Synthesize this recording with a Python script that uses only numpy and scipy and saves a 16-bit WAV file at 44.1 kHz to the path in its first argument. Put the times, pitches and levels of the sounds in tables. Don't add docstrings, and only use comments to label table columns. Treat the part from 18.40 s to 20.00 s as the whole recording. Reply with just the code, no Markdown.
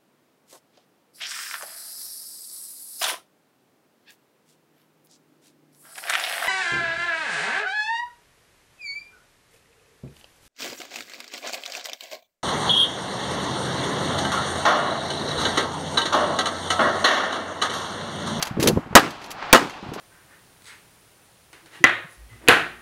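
import sys
import numpy as np
from scipy.fft import rfft, irfft, next_fast_len
from scipy.io import wavfile
from scipy.ndimage import map_coordinates

SR = 44100
rng = np.random.default_rng(int(sys.argv[2]) if len(sys.argv) > 2 else 0)


def pcm_store(signal):
    levels = np.round(np.clip(np.atleast_2d(signal), -1, 1) * 32767)
    wavfile.write(sys.argv[1], SR, levels.astype(np.int16).T)


N = 70560

# t/s, blast level/dB, scatter level/dB, scatter fade/s, spray level/dB, tail level/dB
SHOTS = [(0.5525, 18, 5, 0.1, -19, -19.5), (1.1286, 11, 0, 0.12, -7.5, -19.5)]
def shotgun():
    out = np.zeros(N)
    for start, blast_db, scatter_db, fade, spray_db, tail_db in SHOTS:
        out += amp(blast_db) * muzzle_blast(start)
        out += ground_scatter(start, scatter_db, fade, spray_db)
        out += amp(tail_db) * shot_tail(start)
        out += earth_bank(start) + rolling_woods(start)
    return out


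# delay/s, level/dB
BLAST_PATHS = [(0, 4), (.0042, -3.5), (.0083, -13.5), (0.019, -18.5), (.044, -31.5)]
# f/Hz, level/dB
CRACK_TONE = [(100, -24.5), (500, 4.5), (1500, 3.5), (3500, -3.5), (7000, -6.5), (15000, -16.5)]
def muzzle_blast(start, push_s=0.001):
    out = np.zeros(N)
    for delay, db in BLAST_PATHS:
        age = since(start + delay) / push_s
        push = amp(-5) * (age > 0) * (1 - age) * np.exp(-age)
        crack = amp(-1.5) * burst(start + delay, rise=1 / SR, fade=0.011) * noise(CRACK_TONE)
        out += amp(db) * (push + crack)
    return out


# f/Hz, level/dB
SCATTER_TONE = [(30, -23.5), (110, -22.5), (250, 2.5), (450, 0), (700, 1.5), (1200, -0.5), (2000, -3.5),
                (4000, -10), (8000, -21), (15000, -33)]
# f/Hz, width/Hz, level/dB
SCATTER_PEAKS = [(280, 79, 5), (526, 42, 6), (687, 50, 5.5), (907, 36, 8), (1050, 21, 12), (1250, 100, 10),
                 (1660, 170, 7.5), (1923, 70, 9.5), (2070, 53, -1), (2900, 98, 8)]
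def ground_scatter(start, scatter_db, fade, spray_db, rise=0.003):
    t = since(start)
    lumps = amp(3 * wobble(rate=250))
    swell = 1 - np.exp(-t / rise)
    fall = amp(-60 * (t / fade) ** 1.31)
    scatter = amp(scatter_db) * swell * fall * noise(SCATTER_TONE, peaks=SCATTER_PEAKS)
    spray = amp(spray_db) * burst(start, rise, fade=0.11) * noise(CRACK_TONE)
    return lumps * (scatter + spray)


# f/Hz, level/dB
TAIL_TONE = [(30, -14.5), (130, 3), (280, 5), (600, 7), (1200, 4.5), (2500, -8), (5000, -8.5),
             (9000, -16.5), (15000, -31)]
def shot_tail(start):
    return burst(start, rise=0.0085, fade=0.42) * noise(TAIL_TONE)


# t/s, level/dB, fade/s, treble tilt/(dB per octave)
CLACKS = [(0.016, -33.5, 0.034, 2), (0.0251, -12.5, 0.036, 0.5), (0.052, -30, 0.055, 1),
          (0.069, -28, 0.066, -1), (0.1982, -28.5, 0.36, 0.5), (0.2264, -17.5, 0.083, 2),
          (0.259, -25.5, 0.13, -5.5), (0.2729, -8, 0.054, 2), (0.285, -12.5, 0.033, 1.5),
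          (.706, -33, 0.048, -1), (.815, -44, 0.27, -2.5), (0.841, -35, 0.064, -2.5), (.86, -42, .05, 0),
          (0.9048, -30.5, 0.041, 1), (0.913, -30, 0.051, 3), (1.2962, -30, 0.022, -3),
          (1.3044, -36, 0.037, -3.5), (1.336, -37, 0.023, -8), (1.535, -34.5, 0.1, -0.5),
          (1.597, -39, .05, 0)]
# f/Hz, level/dB
CONTACT_TONE = [(100, -10), (500, -3.5), (1200, 0.5), (3000, 0), (5000, -0.5), (7000, -4), (9000, -11.5),
                (11500, -6.5), (13000, -14.5), (15500, -15)]
# f/Hz, level/dB, fade/s
STEEL_NOTES = [(1740, -4.5, 0.076), (2200, -1, 0.031), (2700, 1.5, 0.055), (3180, 8, .03), (4200, -1, .04),
               (4560, 4, 0.05), (5350, -13, 0.033), (6215, 5, 0.027), (7320, -24, .04), (7020, 1, 0.033),
               (10600, -15, .03), (11000, -3, .03), (12300, -8, .03)]
def gun_action(rise=0.00097):
    out = np.zeros(N)
    for start, db, fade, tilt_db in CLACKS:
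        chatter = burst(start, rise, fade) * amp(0.5 * wobble(rate=700))
        tail = amp(-31.5) * burst(start, rise=0.031, fade=0.35)
        rattle = noise(CONTACT_TONE, tilt_db) * (chatter + tail)
        ring = amp(-10) * ringing(STEEL_NOTES, start, rise, tilt_db)
        out += amp(db) * (rattle + ring)
    return out


# t/s, level/dB, fade/s, treble tilt/(dB per octave)
BUMPS = [(0.071, -36.5, 0.05, -10), (.109, -26, 0.053, -11.5), (.14, -34.5, 0.27, -10),
         (0.168, -18, 0.11, -1.5), (0.191, -11.5, 0.068, -2.5), (0.222, -17, 0.082, -1.5),
         (.239, -14, 0.081, 1.5), (0.258, -13.5, 0.15, 0), (.279, -13, 0.11, 1), (0.297, -10.5, 0.073, 0.5),
         (0.325, -20.5, 0.14, -12), (0.361, -10.5, 0.066, -10), (.373, -8.5, 0.046, -1.5),
         (0.385, -17.5, 0.044, -0.5), (0.411, -38.5, 0.17, -8), (0.46, -33, .12, -5.5),
         (0.508, -31, 0.16, -16), (0.526, -28, 0.056, 6.5), (1.427, -26.5, 0.045, -6),
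         (1.459, -32, 0.14, -4), (1.486, -34, .12, -8), (1.516, -25, 0.079, -1), (1.561, -25.5, 0.055, 1.5)]
# f/Hz, level/dB
THUD_TONE = [(25, -36), (70, -15), (130, -4.5), (210, 1), (330, -1), (470, -3), (650, -12), (1200, -20.5),
             (2500, -39), (6000, -66), (15000, -100)]
# f/Hz, level/dB, fade/s
HOUSING_NOTES = [(132, -6.5, 0.13), (204, 3, 0.057), (276, -9.5, 0.049), (326.7, -3, 0.14),
                 (460, -4, 0.048), (513, -24, 0.056)]
def microphone_bumps(rise=0.0018):
    out = np.zeros(N)
    for start, db, fade, tilt_db in BUMPS:
        thud = burst(start, rise, fade) * noise(THUD_TONE, tilt_db)
        ring = amp(-5) * ringing(HOUSING_NOTES, start, rise, tilt_db)
        out += amp(db) * (thud + ring)
    return out


# f/Hz, level/dB
BANK_TONE = [(30, -36), (130, -5), (300, 0), (600, -13.5), (1200, -8), (2500, -16), (5000, -27.5),
             (12000, -48)]
def earth_bank(start, delay_s=0.067):
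    return amp(-16.5) * burst(start + delay_s, rise=0.019, fade=0.23) * noise(BANK_TONE)


# t/s, level/dB, rise/s, fade/s
TREE_ECHOES = [(-.05, -28.5, 0.012, 0.67), (.955, -27.5, 0.079, 0.9), (1.008, -31, .015, 0.54),
               (1.025, -21.5, 0.00092, .025), (1.086, -29.5, 0.015, 0.51), (1.573, -29.5, 0.011, 0.35)]
# f/Hz, level/dB
ECHO_TONE = [(100, -10), (450, -4.5), (850, 4.5), (1500, 2), (2500, -5.5), (4500, -12), (7000, -28),
             (12000, -57)]
def tree_line():
    return sum(amp(db) * burst(start, rise, fade) * noise(ECHO_TONE)
               for start, db, rise, fade in TREE_ECHOES)


# f/Hz, level/dB
ROLL_TONE = [(100, -4), (400, 10.5), (850, 5), (1500, -24), (2500, 3.5), (4500, -3), (7000, -15.5),
             (10000, -35), (15000, -40)]
def rolling_woods(start):
    return amp(-40.5) * burst(start, rise=0.05, fade=3.05) * noise(ROLL_TONE)


# f/Hz, level/dB
FIELD_TONE = [(25, -11), (90, -6), (170, -3.5), (450, -10), (850, 2.5), (1400, -4), (2000, -9.5),
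              (3000, -15.5), (5000, -28), (9000, -35.5), (15500, -47)]
def open_field():
    return amp(-42 + 1.5 * wobble(rate=59.55)) * noise(FIELD_TONE)


def amp(db):
    return 10 ** (np.asarray(db) / 20)


def since(start):
    return np.maximum(np.arange(N) / SR - start, 0)


def burst(start, rise, fade):
    t = since(start)
    return (1 - np.exp(-t / rise)) * amp(-60 * t / fade)


def wobble(rate):
    return map_coordinates(rng.standard_normal(2048), [np.arange(N) * rate / SR], mode="mirror")


def filtered(x, gain_at):
    size = next_fast_len(N + 8192)
    return irfft(rfft(x, size) * gain_at(np.fft.rfftfreq(size, 1 / SR)), size)[:N]


def noise(tone, tilt_db=0, peaks=()):
    tone_hz, tone_db = np.transpose(tone)

    def gain_at(hz):
        shape = np.interp(np.log(hz + 1), np.log(tone_hz), tone_db)
        tilt = tilt_db * np.log2(np.maximum(hz, 60))
        ridges = sum(db / (1 + (2 * (hz - centre) / width) ** 2) for centre, width, db in peaks)
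        return amp(shape + tilt + ridges)

    x = filtered(rng.standard_normal(N), gain_at)
    return x / np.sqrt(np.mean(x ** 2) + 1e-20)


def ringing(notes, start, rise, tilt_db, spread_db=2):
    middle_hz = notes[len(notes) // 2][0]
    out = np.zeros(N)
    for hz, db, fade in notes:
        strength = amp(db + rng.normal(0, spread_db) + tilt_db * np.log2(hz / middle_hz))
        wave = np.sin(2 * np.pi * (hz * since(start) + rng.random()))
        out += strength * burst(start, rise, fade) * wave
    return out / 2


def scene():
    return (shotgun() + tree_line() + gun_action() + microphone_bumps() + open_field())[None]


def record(dry, hardness=3, top_hz=15800):
    squashed = dry[0] / (1 + np.abs(dry[0]) ** hardness) ** (1 / hardness)
    return filtered(squashed, lambda hz: 1 / (1 + (hz / top_hz) ** 160))[None]


dry = scene()
out = record(dry)
pcm_store(out)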